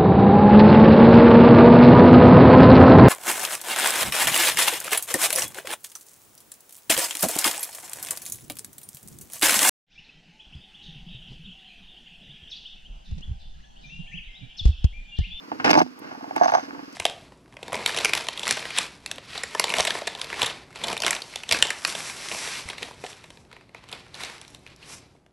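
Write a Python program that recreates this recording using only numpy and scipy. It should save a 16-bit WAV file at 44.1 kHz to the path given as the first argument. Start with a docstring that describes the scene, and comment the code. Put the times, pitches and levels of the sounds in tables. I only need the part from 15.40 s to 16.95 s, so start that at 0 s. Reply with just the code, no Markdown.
"""A single-cylinder motorbike idles in a thicket, heard through a helmet camera with two microphone ports.
Pipe resonances fed by the firings and coloured noise sound throughout, while twigs add snaps of noise.
Leaves and twigs drag over the camera: stick-slip clicks and knocks ring the modes of its housing, densest
from 0.24 to 0.42 s; after a quieter stretch a twiggier bout follows near 1 s and dies away after 1.2 s.
The housing is loud, and its main modes arrive almost opposite in the two ports."""
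import sys
import numpy as np
from scipy import signal
from scipy.fft import rfft, irfft
from scipy.io import wavfile
from scipy.ndimage import uniform_filter1d

SR = 44100
rng = np.random.default_rng(int(sys.argv[2]) if len(sys.argv) > 2 else 0)


def put_to_file(sound):
    """Save the sound as 16-bit audio at rate SR, in the file named by the first command-line argument."""
    columns = np.atleast_2d(sound).T  # one column per channel
    safe = np.clip(columns, -1, 1)
    whole_steps = np.round(safe * 32767)
    wavfile.write(sys.argv[1], SR, whole_steps.astype(np.int16))


def voltage_ratio(decibels):
    """Convert decibels (scalar or array-like) to amplitude ratios, 20 dB per decade."""
    exponent = np.asarray(decibels, float) / 20
    return 10 ** exponent


N = 68355  # length in samples


def evened(x):
    """Normalisation: divides a signal by its root mean square."""
    return x / np.sqrt(np.mean(abs(x) ** 2) + 1e-20)


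def mode(x, hz, width):
    """Damped resonance: a click of size 1 rings with height 1, as a complex wave; width in Hz sets the decay."""
    pole = np.exp((2j * np.pi * hz - np.pi * width) / SR)
    return -1j * signal.lfilter([1], [1, -pole], x)


def turn_at(hz):
    """Interaural-like phase: the angle between the ports varies with frequency."""
    # Each row: frequency in Hz, phase by which the left port leads in radians.
    port_turn = [(30, 0.24), (300, 1.6), (690, 2.72), (2300, 2.64), (4600, 2.61), (8100, .6), (16000, 0.1)]
    f, turn = np.transpose(port_turn)
    return np.interp(np.log(hz + 1), np.log(f), turn)


def ports(left, right, turn, pan_db):
    """Phase and level difference: the left port leads by turn (radians) and exceeds the right by pan_db."""
    left_port = left * np.exp(.5j * turn) * voltage_ratio(pan_db / 2)
    right_port = right * np.exp(-.5j * turn) * voltage_ratio(-pan_db / 2)
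    return np.array([left_port, right_port])


def firings():
    """Cycle phase: the running count of firings, one per engine cycle, whole at each firing."""
    # Each row: time in seconds, firings so far.
    fired = [(-.030, -1), (.079, 1), (.722, 13), (.927, 17), (1.576, 30)]
    s, count = np.transpose(fired)
    return np.interp(np.arange(N) / SR, s, count)


def effort_db():
    """Engine load: a slow contour of effort in dB that raises and lowers the engine's sounds."""
    # Each row: time in seconds, engine effort in dB.
    load = [(0, -2), (.3, 0.1), (.55, -4.5), (.75, -4), (.95, 1.4), (1.2, 2.5), (1.3, 4.5), (1.419, -1.5),
            (1.55, -4.5)]
    return np.interp(np.arange(N) / SR, *np.transpose(load))


def rattle():
    """Amplitude-modulated noise: engine clatter and air, partly coherent between ports, breathe with the cycle."""
    # Each row: frequency in Hz, relative spectral level in dB.
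    rattle_spectrum = [(30, -9), (120, -32), (180, -11), (270, -10), (380, -9.5), (700, -16.5), (1100, -10),
                       (1700, -18), (2800, -22), (3700, -30), (4800, -21.5), (6500, -32.5), (8500, -45.5),
                       (12000, -41), (16000, -53)]
    likeness = 0.58  # share of the left port's noise amplitude found in the right
    level_db, effort_share = -45, 0.44
    gate_db, gate_lag = 1.5, 0.29  # swing each way in dB, loudest point as a fraction of the cycle
    hz = np.fft.rfftfreq(N, 1 / SR)
    a, b = rfft(rng.standard_normal((2, N)))
    right = likeness * a + np.sqrt(1 - likeness ** 2) * b
    f, db = np.transpose(rattle_spectrum)
    colour = voltage_ratio(np.interp(np.log(hz + 1), np.log(f), db))
    noise = irfft(ports(a, right, turn_at(hz), -2.4) * colour, N)
    breath_db = gate_db * np.cos(2 * np.pi * (firings() - gate_lag))
    return voltage_ratio(level_db + effort_share * effort_db() + breath_db) * evened(noise)


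def exhaust():
    """Pulse-excited pipe resonance: each firing sends a soft blow down the pipe."""
    # Each row: frequency in Hz, width of each of two cascaded resonators in Hz, relative level in dB.
    pipe_modes = [(139, 160, -33.5), (286.2, 67.6, -2.5), (476, 50, -11.5)]
    thump_db, spread_db, blow_s = -44.5, 3.5, 0.002
    blows = np.zeros(N)
    # A weaker blow follows half a cycle later, on the idle turn of the crank.
    between_db = -11.5 + 0.83 * effort_db()
    for lag, db in [(0, np.zeros(N)), (.5, between_db)]:
        at = np.flatnonzero(np.diff(np.floor(firings() - lag)) > 0)
        blows[at] = voltage_ratio(db[at] + spread_db * rng.standard_normal(len(at)))
    blows = np.convolve(blows, np.hanning(round(blow_s * SR) + 3))[:N]
    pipe = np.zeros(N, complex)
    for hz, width, db in pipe_modes:
        pipe += voltage_ratio(db) * mode(mode(blows, hz, width).real, hz, width) * width ** 2
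    thumps = ports(pipe, pipe, 0.98, -1.5).real
    return voltage_ratio(thump_db + effort_db()) * evened(thumps)


def ticks():
    """Band-limited noise bursts: small bright snaps of dry twigs, alike in both ports."""
    # Each row: start in seconds, relative level in dB, centre frequency in Hz.
    snaps = [(.591, -35, 11100), (.961, -31.5, 9000), (1.035, -39, 12000), (1.115, -40, 10000),
             (1.527, -43, 6500)]
    decay_s, relative_width = 0.0042, 0.87  # resonator width as a fraction of its frequency
    out, t = np.zeros(N), np.arange(1000) / SR
    for s, db, hz in snaps:
        width = hz * relative_width
        burst = rng.standard_normal(1000) * np.exp(-t / decay_s)
        snap = mode(mode(burst, hz, width).real, hz, width).real
        out[round(s * SR):][:1000] += voltage_ratio(db) * snap
    return out


def housing():
    """Stick-slip and impact excitation: random slips, and knocks of a blow and a short skid, ring the modes."""
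    # Each row: frequency in Hz, nominal width in Hz (doubled in each of two cascaded resonators),
    # relative level under leaves in dB, the same under a twig in dB, left over right in dB,
    # phase by which the left port leads in radians.
    housing_modes = [(97, 13.3, -22, -27, -8, 0.85), (180, 23.3, -11.5, -25, -8.5, 1.68),
                     (249.5, 4.87, -11.5, -29, -8, 1.58), (312, 46, -1.5, -15, -6, 1.39),
                     (457, 94, -3.5, -43, -8, 1.89), (669, 65, -3, 2, -5.5, 2.46),
                     (732.4, 37.6, -8.5, 4, -2.5, 2.02), (856, 82, -1.5, 3, -4.5, 2.03),
                     (1118, 95, -4, 1, -2.4, 2.33), (1555, 252, -2.5, -4.5, -1.26, 2.47),
                     (2187, 145, -8, -15.5, 0.5, 2.44), (2638, 386, -8, -22.5, -1, 2.48),
                     (3610, 780, -19, -28, -3, 2.7), (5010, 570, -16.5, -26.5, -5, 1.92),
                     (6173, 203, -26.5, -23, 0, 0.93), (7150, 750, -33.5, -51.5, -0.5, 0.31),
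                     (10000, 2700, -43.5, -56, -1, 0.44), (11600, 1400, -53.5, -67, -2, 0.61)]
    # Each row: time in seconds, relative drag pressure in dB, sharpness in dB per octave,
    # what drags from 0 for leaves to 1 for a twig.
    drag = [(0, -63, -10.5, 0.01), (.11, -69, -1, 0.01), (0.123, -34.5, -2.5, 0.016),
            (.155, -46, -9.5, 0.0051), (.19, -47, 0.5, 0.01), (.205, -38, -5, 0.021),
            (.241, -38.5, -2.5, 0.01), (0.244, -14, 0, 0.0062), (0.271, -13, -3.5, 0.0078),
            (.288, -17, -2, 0.0079), (0.313, -22.5, 6, 0.01), (0.326, -23, -3, 0.0092),
            (0.352, -35.5, 1, 0.01), (0.374, -31.5, 7, 0.49), (.397, -32, 8, 0.5), (0.404, -35.5, -4, 0.24),
            (0.42, -27.5, 4, 0.092), (.435, -55, 8, 0.3), (.47, -51, 3, 0.078), (.52, -64, 5, 0.088),
            (0.596, -44.5, -8.5, 0.17), (.62, -37, -3.5, 0.11), (.68, -36, -2.5, 0.076),
            (.74, -40.5, -1, 0.44), (.8, -45.5, 0.5, 0.57), (.89, -43.5, -1, 0.62), (0.949, -44, -8, 0.44),
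            (0.963, -22.5, -1, 0.21), (1.0, -42, 5.5, 0.68), (1.012, -23.5, -1.5, 1), (1.045, -23, 4, 0.93),
            (1.071, -36.5, 3.5, 0.55), (1.077, -28, 4, 0.58), (1.1, -21, -0.5, 0.52),
            (1.108, -39.5, 6.5, 0.53), (1.132, -22.5, -1.5, .9), (1.148, -20.5, 4, 0.92),
            (1.17, -28.5, 2, 1), (1.195, -31, 2, 0.45), (1.21, -37, 4, 0.83), (1.26, -41.5, 3, .2),
            (1.3, -45, -6.5, 0.065), (1.36, -37.5, -6, 0.074), (1.42, -44, -1, 0.13), (1.46, -51, 4, 0.26),
            (1.55, -62, 7.5, 0.09)]
    # Each row: start in seconds, blow level in dB before the mode weights, sharpness in dB per octave,
    # skid decay time in seconds, favoured frequency in Hz.
    knocks = [(0.117, -18.5, -2.5, 0.011, 910), (0.199, -21.5, 2, 0.0076, 1370),
              (0.202, -25.5, 4.5, 0.012, 1110), (0.244, -18, 4, 0.0071, 794), (0.26, -14, 4, 0.005, 850),
              (0.279, -11, 1, 0.012, 1480), (0.287, -16, -6, 0.0028, 1470), (0.292, -9.5, -2, 0.0044, 675),
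              (0.297, -16, 6, 0.0055, 837), (0.305, -13.5, 7, 0.0068, 820), (0.308, -9.5, -5.5, 0.012, 626),
              (0.331, -5.5, 3, 0.012, 640), (0.341, -8, 3.5, 0.0053, 664), (0.353, -6, 1, 0.0014, 736),
              (0.356, -14, 0, 0.004, 767), (0.363, -6, -5, 0.0056, 685), (0.374, -7, -11, 0.0035, 830),
              (0.38, -8, -7, 0.012, 824), (0.386, -9, 1, 0.012, 840), (0.403, -6.5, 0.5, 0.0078, 840),
              (0.415, -4, -4, 0.0022, 635), (0.462, -35, -11.5, 0.0032, 840),
              (0.715, -30.5, 4, 0.0076, 657), (0.748, -34, 0, 0.008, 853), (0.809, -35.5, 4, 0.0051, 767),
              (0.842, -30.5, -2, 0.0021, 872), (0.866, -38.5, -13, 0.004, 716),
              (0.909, -25, 2, 0.0068, 711), (0.963, -17, 3, 0.0022, 666), (0.966, -17, -5, 0.0017, 716),
              (0.979, -25.5, 4, 0.012, 890), (1, -29, 4, 0.0026, 886), (1.012, -7.5, -7.5, 0.012, 704),
              (1.023, -13.5, 1, 0.004, 751), (1.035, -15.5, 7.5, 0.0058, 804),
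              (1.04, -19.5, -13, 0.0061, 720), (1.058, -9, -0.5, 0.0027, 684),
              (1.081, -15, 3.5, 0.0045, 740), (1.09, -17.5, 6, 0.0034, 740), (1.12, -15, 3.5, 0.0032, 735),
              (1.138, -11.5, 3, 0.0056, 800), (1.15, -9.5, 3.5, 0.0027, 780),
              (1.171, -20.5, 6, 0.0076, 686), (1.182, -18, -6, 0.0075, 796), (1.279, -38, -7, 0.004, 567),
              (1.308, -28, 0.5, 0.0077, 1550), (1.348, -32, -0.5, 0.004, 1160),
              (1.392, -32.5, -6, 0.004, 920)]
    slips_per_s, slip_spread_db, rub_db = 700, 5.5, -10
    drag_db, apart = -0.5, 0.41  # pressure offset in dB, amplitude of the noise proper to each port
    skid_db, skid_rise_s = -11, 0.0002
    spot_db, spot_octaves = 8.5, 0.48  # a knock favours the modes near the spot it strikes
    deep_hz, treble_hz = 200, 3000
    hard_db, softness = -12, 0.85  # lighter knocks hardly reach the highest and lowest modes
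    treble_blow_db, treble_rub_db = -2, -4

    t = np.arange(N) / SR
    s, *controls = np.transpose(drag)
    press_db, sharp, twig = (np.interp(t, s, c) for c in controls)
    slip_db = slip_spread_db * np.minimum(rng.exponential(1, N), 3)
    slips = (rng.random(N) < slips_per_s / SR) * voltage_ratio(slip_db) * rng.choice([-1, 1], N)
    drive = evened(slips) + voltage_ratio(rub_db) * rng.standard_normal(N)

    s, knock_db, knock_sharp, skid_s, spot_hz = np.transpose(knocks)
    at, u = np.round(s * SR).astype(int), np.arange(1500)
    rise = 1 - np.exp(-u / SR / skid_rise_s)
    skids = voltage_ratio(skid_db) * rise * np.exp(-u / SR / skid_s[:, None])

    out = np.zeros((2, N))
    for hz, width, leaf_db, twig_db, pan_db, turn in housing_modes:
        # Sharpness tilts the drive about 800 Hz, within limits, and spares the lowest mode.
        octaves = np.clip(np.log2(hz / 800), -1.5, 3) * (hz > 130)
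        reach_db = spot_db * (np.exp(-(np.log2(hz / spot_hz) / spot_octaves) ** 2) - 1)
        if not deep_hz < hz < treble_hz:
            reach_db = reach_db + softness * np.minimum(knock_db - hard_db, 0)
        blow = voltage_ratio(knock_db + knock_sharp * octaves + reach_db)
        force = voltage_ratio(drag_db + press_db + sharp * octaves)
        np.add.at(force, at[:, None] + u, blow[:, None] * skids)
        high = hz > treble_hz
        treble_rub = high * voltage_ratio(treble_rub_db) * rng.standard_normal(N)
        friction = drive + treble_rub + apart * rng.standard_normal((2, N))
        x = friction * force * np.sqrt(width / SR)
        x[:, at] += voltage_ratio(high * treble_blow_db) * blow * rng.choice([-1, 1], len(at))
        x *= voltage_ratio(leaf_db + twig * (twig_db - leaf_db))
        x *= np.sqrt(width / 100) * 2 * np.pi * width / SR
        ring = mode(mode(x, hz, 2 * width).real, hz, 2 * width)
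        out += ports(*ring, turn, pan_db).real * 6
    return out


def scene():
    """Superposition: the pressures of all sources add."""
    return rattle() + exhaust() + ticks() + housing()


def top_cut(x):
    """Nothing passes above the cut-off."""
    return signal.sosfilt(signal.butter(12, 16330, fs=SR, output="sos"), x)


def record(dry):
    """Dynamic compression: gain ducks at loud scrapes and recovers slowly; bass cut and hard ceiling follow."""
    knee_db, squeeze = -21.5, 0.18  # squeeze: dB of gain cut per dB over the knee
    recover_db_per_s = 48  # fall of the held level
    power_db = 10 * np.log10(abs(uniform_filter1d((dry ** 2).mean(0), 400)) + 1e-12)
    fall = np.arange(N) * recover_db_per_s / SR
    held_db = np.maximum.accumulate(power_db + fall) - fall
    over_db = np.maximum(held_db - knee_db, 0)
    x = dry * voltage_ratio(-squeeze * uniform_filter1d(over_db, 200))
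    x = signal.sosfilt(signal.butter(2, 120, "high", fs=SR, output="sos"), x)
    return top_cut(np.clip(x, -1, 1))


dry = scene()
out = record(dry)
put_to_file(out)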